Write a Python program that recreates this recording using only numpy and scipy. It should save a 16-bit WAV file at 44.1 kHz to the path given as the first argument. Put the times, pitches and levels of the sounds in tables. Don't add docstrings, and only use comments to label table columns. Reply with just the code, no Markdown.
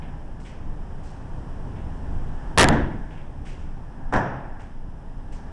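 import sys
import numpy as np
from scipy import signal
from scipy.fft import rfft, irfft, next_fast_len
from scipy.io import wavfile
from scipy.ndimage import map_coordinates

SR = 44100
rng = np.random.default_rng(int(sys.argv[2]) if len(sys.argv) > 2 else 0)


def transcribe(u):
    v = np.clip(np.atleast_2d(u).T, -1, 1)
    q = np.round(v * 32767).astype(np.int16)
    wavfile.write(sys.argv[1], SR, q)


N = 243431

# frequency in Hz, relative level in dB.
RUMBLE_TONE = [(8.8, -45), (15, 8), (54, -7.5), (77, -6.5), (97, -12.5), (155, -11), (189, -17.5),
               (298, -19.5), (334, -28), (450, -41), (580, -45), (990, -120)]
AIR_TONE = [(200, -7.5), (350, 1), (550, -1.5), (900, -1.5), (1250, -9.5), (1750, -11.5), (2150, -21),
            (3100, -20.5), (4300, -35.5), (5500, -26.5), (6600, -38.5), (8500, -37), (10300, -40),
            (11000, -59.5)]
SLAP_TONE = [(600, -16), (1600, -2.5), (2700, -2), (3400, -7), (4200, -23.5), (9000, -37)]
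SPRAY_TONE = [(2000, -11), (4300, -3), (5600, 0.5), (6700, -2), (8300, 0), (10300, -12.5), (11000, -51.5)]
KNOCK_TONE = [(25, 7), (70, -2), (125, 6), (250, -3.5), (450, -4.5), (680, -1.5), (920, -1), (1130, -8.5),
              (1780, -6.5), (2100, -21.5), (3400, -30.5), (4300, -43), (5600, -32), (6700, -40.5),
              (8300, -41), (10500, -69)]
BANG_TONE = [(20, 3.5), (80, -3), (135, 0.5), (175, -4.5), (212, -1), (245, -2), (295, 1), (420, -6),
             (950, -8.5), (1200, -17), (1700, -9.5), (2350, -28), (3400, -28.5), (4300, -40), (5700, -41),
             (8300, -48), (10300, -58), (11000, -84)]
# frequency in Hz, fade time in seconds (every fade here is a 60 dB drop).
SHED_FADES = [(40, 0.37), (150, 1.32), (400, 0.82), (850, 0.91), (1200, 0.81), (1700, 0.81), (2400, 0.93),
              (4000, 0.71), (5600, 0.68), (9000, 0.19)]
# time in seconds, level in dB.
BACKGROUND_LEVELS = [(0, -47.5), (.4, -48.5), (1.4, -45.5), (2.5, -44), (3.2, -48.5), (4.05, -49),
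                     (4.8, -51.5), (5.52, -47.5)]
# pitch in Hz, width in Hz, level in dB.
HOLLOW_PITCHES = [(843, 230, 1), (1685, 290, -8)]
# time of the peak in seconds, level in dB.
HOLLOW_SWELLS = [(0.05, -53), (2.5, -48), (3.08, -51.5), (4.05, -50), (4.55, -49.5), (5.48, -52)]
# pitch in Hz, level in dB.
WHINE_TONES = [(5114, -81.5), (10228, -87)]
# start in seconds, slap in dB, spray in dB, rise time in seconds.
DRIPS = [(0.02, -49.5, -79, 0.00051), (0.399, -63, -62, 0.0015), (0.446, -44.5, -58.5, 0.0097),
         (1.024, -52, -53, 0.042), (1.754, -51.5, -79, 0.0091), (3.103, -47.5, -70, .012),
         (3.173, -53, -78, 0.0013), (3.449, -42.5, -54, 0.018), (3.585, -57, -67, 0.0056),
         (4.593, -51.5, -64, 0.01), (5.32, -54, -58.5, 0.0046)]
# start in seconds, level in dB, extra bass in dB.
KNOCK_BLOWS = [(4.124, -19.5, -8), (4.138, -15, -2.5), (4.158, -17.5, -0.5), (4.595, -42.5, -21)]
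# start in seconds, level in dB, extra bass in dB,
# peak of the hard contact in dB, fade time of that contact in seconds.
BANG_BLOWS = [(2.5757, -16, 2, -4.5, .015), (2.5815, -18.5, 0, -5, 0.058), (2.5934, -12.5, 0.5, -5, .055),
              (2.607, -15.5, -3.5, -5, .052), (2.6292, -16, -6.5, -8, .045), (2.6419, -21.5, -5, -2, .009),
              (2.6869, -23, 6.5, 6.5, 0.0036), (2.722, -20.5, 2, -31, 0.0084), (2.80, -41, -12.5, -50, .01)]
# time of its middle in seconds, pressure as a plain number, length in seconds.
LAST_BUMP = (2.84, -.19, .016)
# frequency in Hz, gain in dB.
TREBLE_DROP = [(20, 0.5), (6000, -1.5), (10800, -1), (12000, -40), (13000, -18.5), (15200, -21.5),
               (15900, -41)]


def amp(db):
    return 10 ** (np.asarray(db) / 20)


def unit(x):
    return x / np.sqrt(np.mean(x ** 2) + 1e-20)


def along(table, hz):
    frequencies, values = np.transpose(table)
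    return np.interp(np.log(hz + 1), np.log(frequencies + 1), values)


def filtered(x, gain):
    size = next_fast_len(len(x) + 8192)
    return irfft(rfft(x, size) * gain(np.fft.rfftfreq(size, 1 / SR)), size)[:len(x)]


def noise(tone, size):
    return unit(filtered(rng.standard_normal(size), lambda hz: amp(along(tone, hz))))


def wobble(rate):
    return map_coordinates(rng.standard_normal(256), [np.arange(N) * rate / SR], mode="wrap")


def add(track, start_s, sound):
    start = max(round(start_s * SR), 0)
    part = sound[:len(track) - start]
    track[start:start + len(part)] += part


def rounded(x, ceiling):
    return x / (1 + (x / ceiling) ** 8) ** (1 / 8)


def shed_echo(x, stretch):
    hz, t, spectrum = signal.stft(x, SR, nperseg=512)
    fade_s = stretch * along(SHED_FADES, hz)[:, None]
    return signal.istft(spectrum * amp(-60 * t / fade_s), SR, nperseg=512)[1][:len(x)]


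def hollow_ring(size):
    def gain(hz):
        return sum(amp(db) / (1 + (2 * (hz - pitch) / width) ** 2)
                   for pitch, width, db in HOLLOW_PITCHES)
    return unit(filtered(rng.standard_normal(size), gain))


def background(waver_db=1.2, swell_width_s=0.16):
    t = np.arange(N) / SR
    level = amp(np.interp(t, *np.transpose(BACKGROUND_LEVELS)))
    rumble = amp(16 + waver_db * wobble(rate=7.6)) * noise(RUMBLE_TONE, N)
    air = noise(AIR_TONE, N)
    hiss = amp(-24.5) * noise(SPRAY_TONE, N)
    swells = sum(amp(db) * np.exp(-((t - peak) / swell_width_s) ** 2) for peak, db in HOLLOW_SWELLS)
    ring = np.hypot(level * amp(-10.5), swells) * hollow_ring(N)
    return level * (rumble + air + hiss) + ring


def whine():
    t = np.arange(N) / SR
    return sum(amp(db) * np.sqrt(2) * np.sin(2 * np.pi * hz * t) for hz, db in WHINE_TONES)


def splash(tone, rise_s, fade_s, echo_db, stretch):
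    size = SR // 2
    t = np.arange(size) / SR
    droplet_db = 4 * np.repeat(rng.standard_normal(size // 90), 90)
    spatter = noise(tone, size) * unit(amp(droplet_db)) * amp(-60 * t / fade_s)
    echo = amp(echo_db) * shed_echo(noise(tone, size), stretch)
    return (spatter + echo) * (1 - np.exp(-t / rise_s))


def drips():
    track = np.zeros(N)
    for start, slap_db, spray_db, rise_s in DRIPS:
        for delay_s, landing_db in [(0, 0), (0.034, -12)]:
            slap = splash(SLAP_TONE, rise_s, fade_s=0.16, echo_db=-4.5, stretch=0.8)
            spray = splash(SPRAY_TONE, rise_s, fade_s=0.37, echo_db=1.5, stretch=0.95)
            add(track, start + delay_s, amp(landing_db) * (amp(slap_db) * slap + amp(spray_db) * spray))
    return track


def blows(rows, tone, fade_s, echo_db, stretch, bass_hz, rise_s):
    track = np.zeros(N)
    t = np.arange(round(1.5 * SR)) / SR
    rise = 1 - np.exp(-t / rise_s)
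    for start, db, bass_db, *_ in rows:
        bass_gain = lambda hz: amp(bass_db / (1 + (hz / bass_hz) ** 4))
        ring = filtered(noise(tone, len(t)), bass_gain) * amp(-60 * t / fade_s)
        echo = shed_echo(filtered(noise(tone, len(t)), bass_gain), stretch)
        add(track, start, amp(db) * (ring + amp(echo_db) * echo) * rise)
    return track


def knock(ring_db=-5.5, ring_fade_s=0.43):
    track = blows(KNOCK_BLOWS, KNOCK_TONE, fade_s=0.19, echo_db=-6, stretch=1.01,
                  bass_hz=280, rise_s=0.00083)
    start, db, _ = max(KNOCK_BLOWS, key=lambda row: row[1])
    t = np.arange(SR) / SR
    add(track, start, hollow_ring(SR) * amp(db + ring_db - 60 * t / ring_fade_s))
    return rounded(track, ceiling=0.41)


def bang(contact_hz=717.4, pitch_scatter=0.23):
    boom = blows(BANG_BLOWS, BANG_TONE, fade_s=0.36, echo_db=-1.5, stretch=0.8,
                 bass_hz=330, rise_s=0.0011)
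    track = rounded(boom, ceiling=0.45)
    t = np.arange(SR // 10) / SR
    for start, _, _, contact_db, fade_s in BANG_BLOWS:
        pitch = contact_hz * np.exp(pitch_scatter * rng.standard_normal())
        add(track, start, amp(contact_db - 60 * t / fade_s) * np.sin(2 * np.pi * pitch * t))
    middle, pressure, length = LAST_BUMP
    add(track, middle - length / 2, pressure * np.hanning(round(length * SR)))
    return rounded(track, ceiling=0.64)


def scene():
    return (bang() + knock() + drips() + background() + whine())[None]


def record(dry):
    wrapped = (dry[0] + 0.5) % 1 - 0.5
    top_hz = 15900
    return filtered(wrapped, lambda hz: amp(along(TREBLE_DROP, hz)) * (hz < top_hz))[None]


dry = scene()
out = record(dry)
transcribe(out)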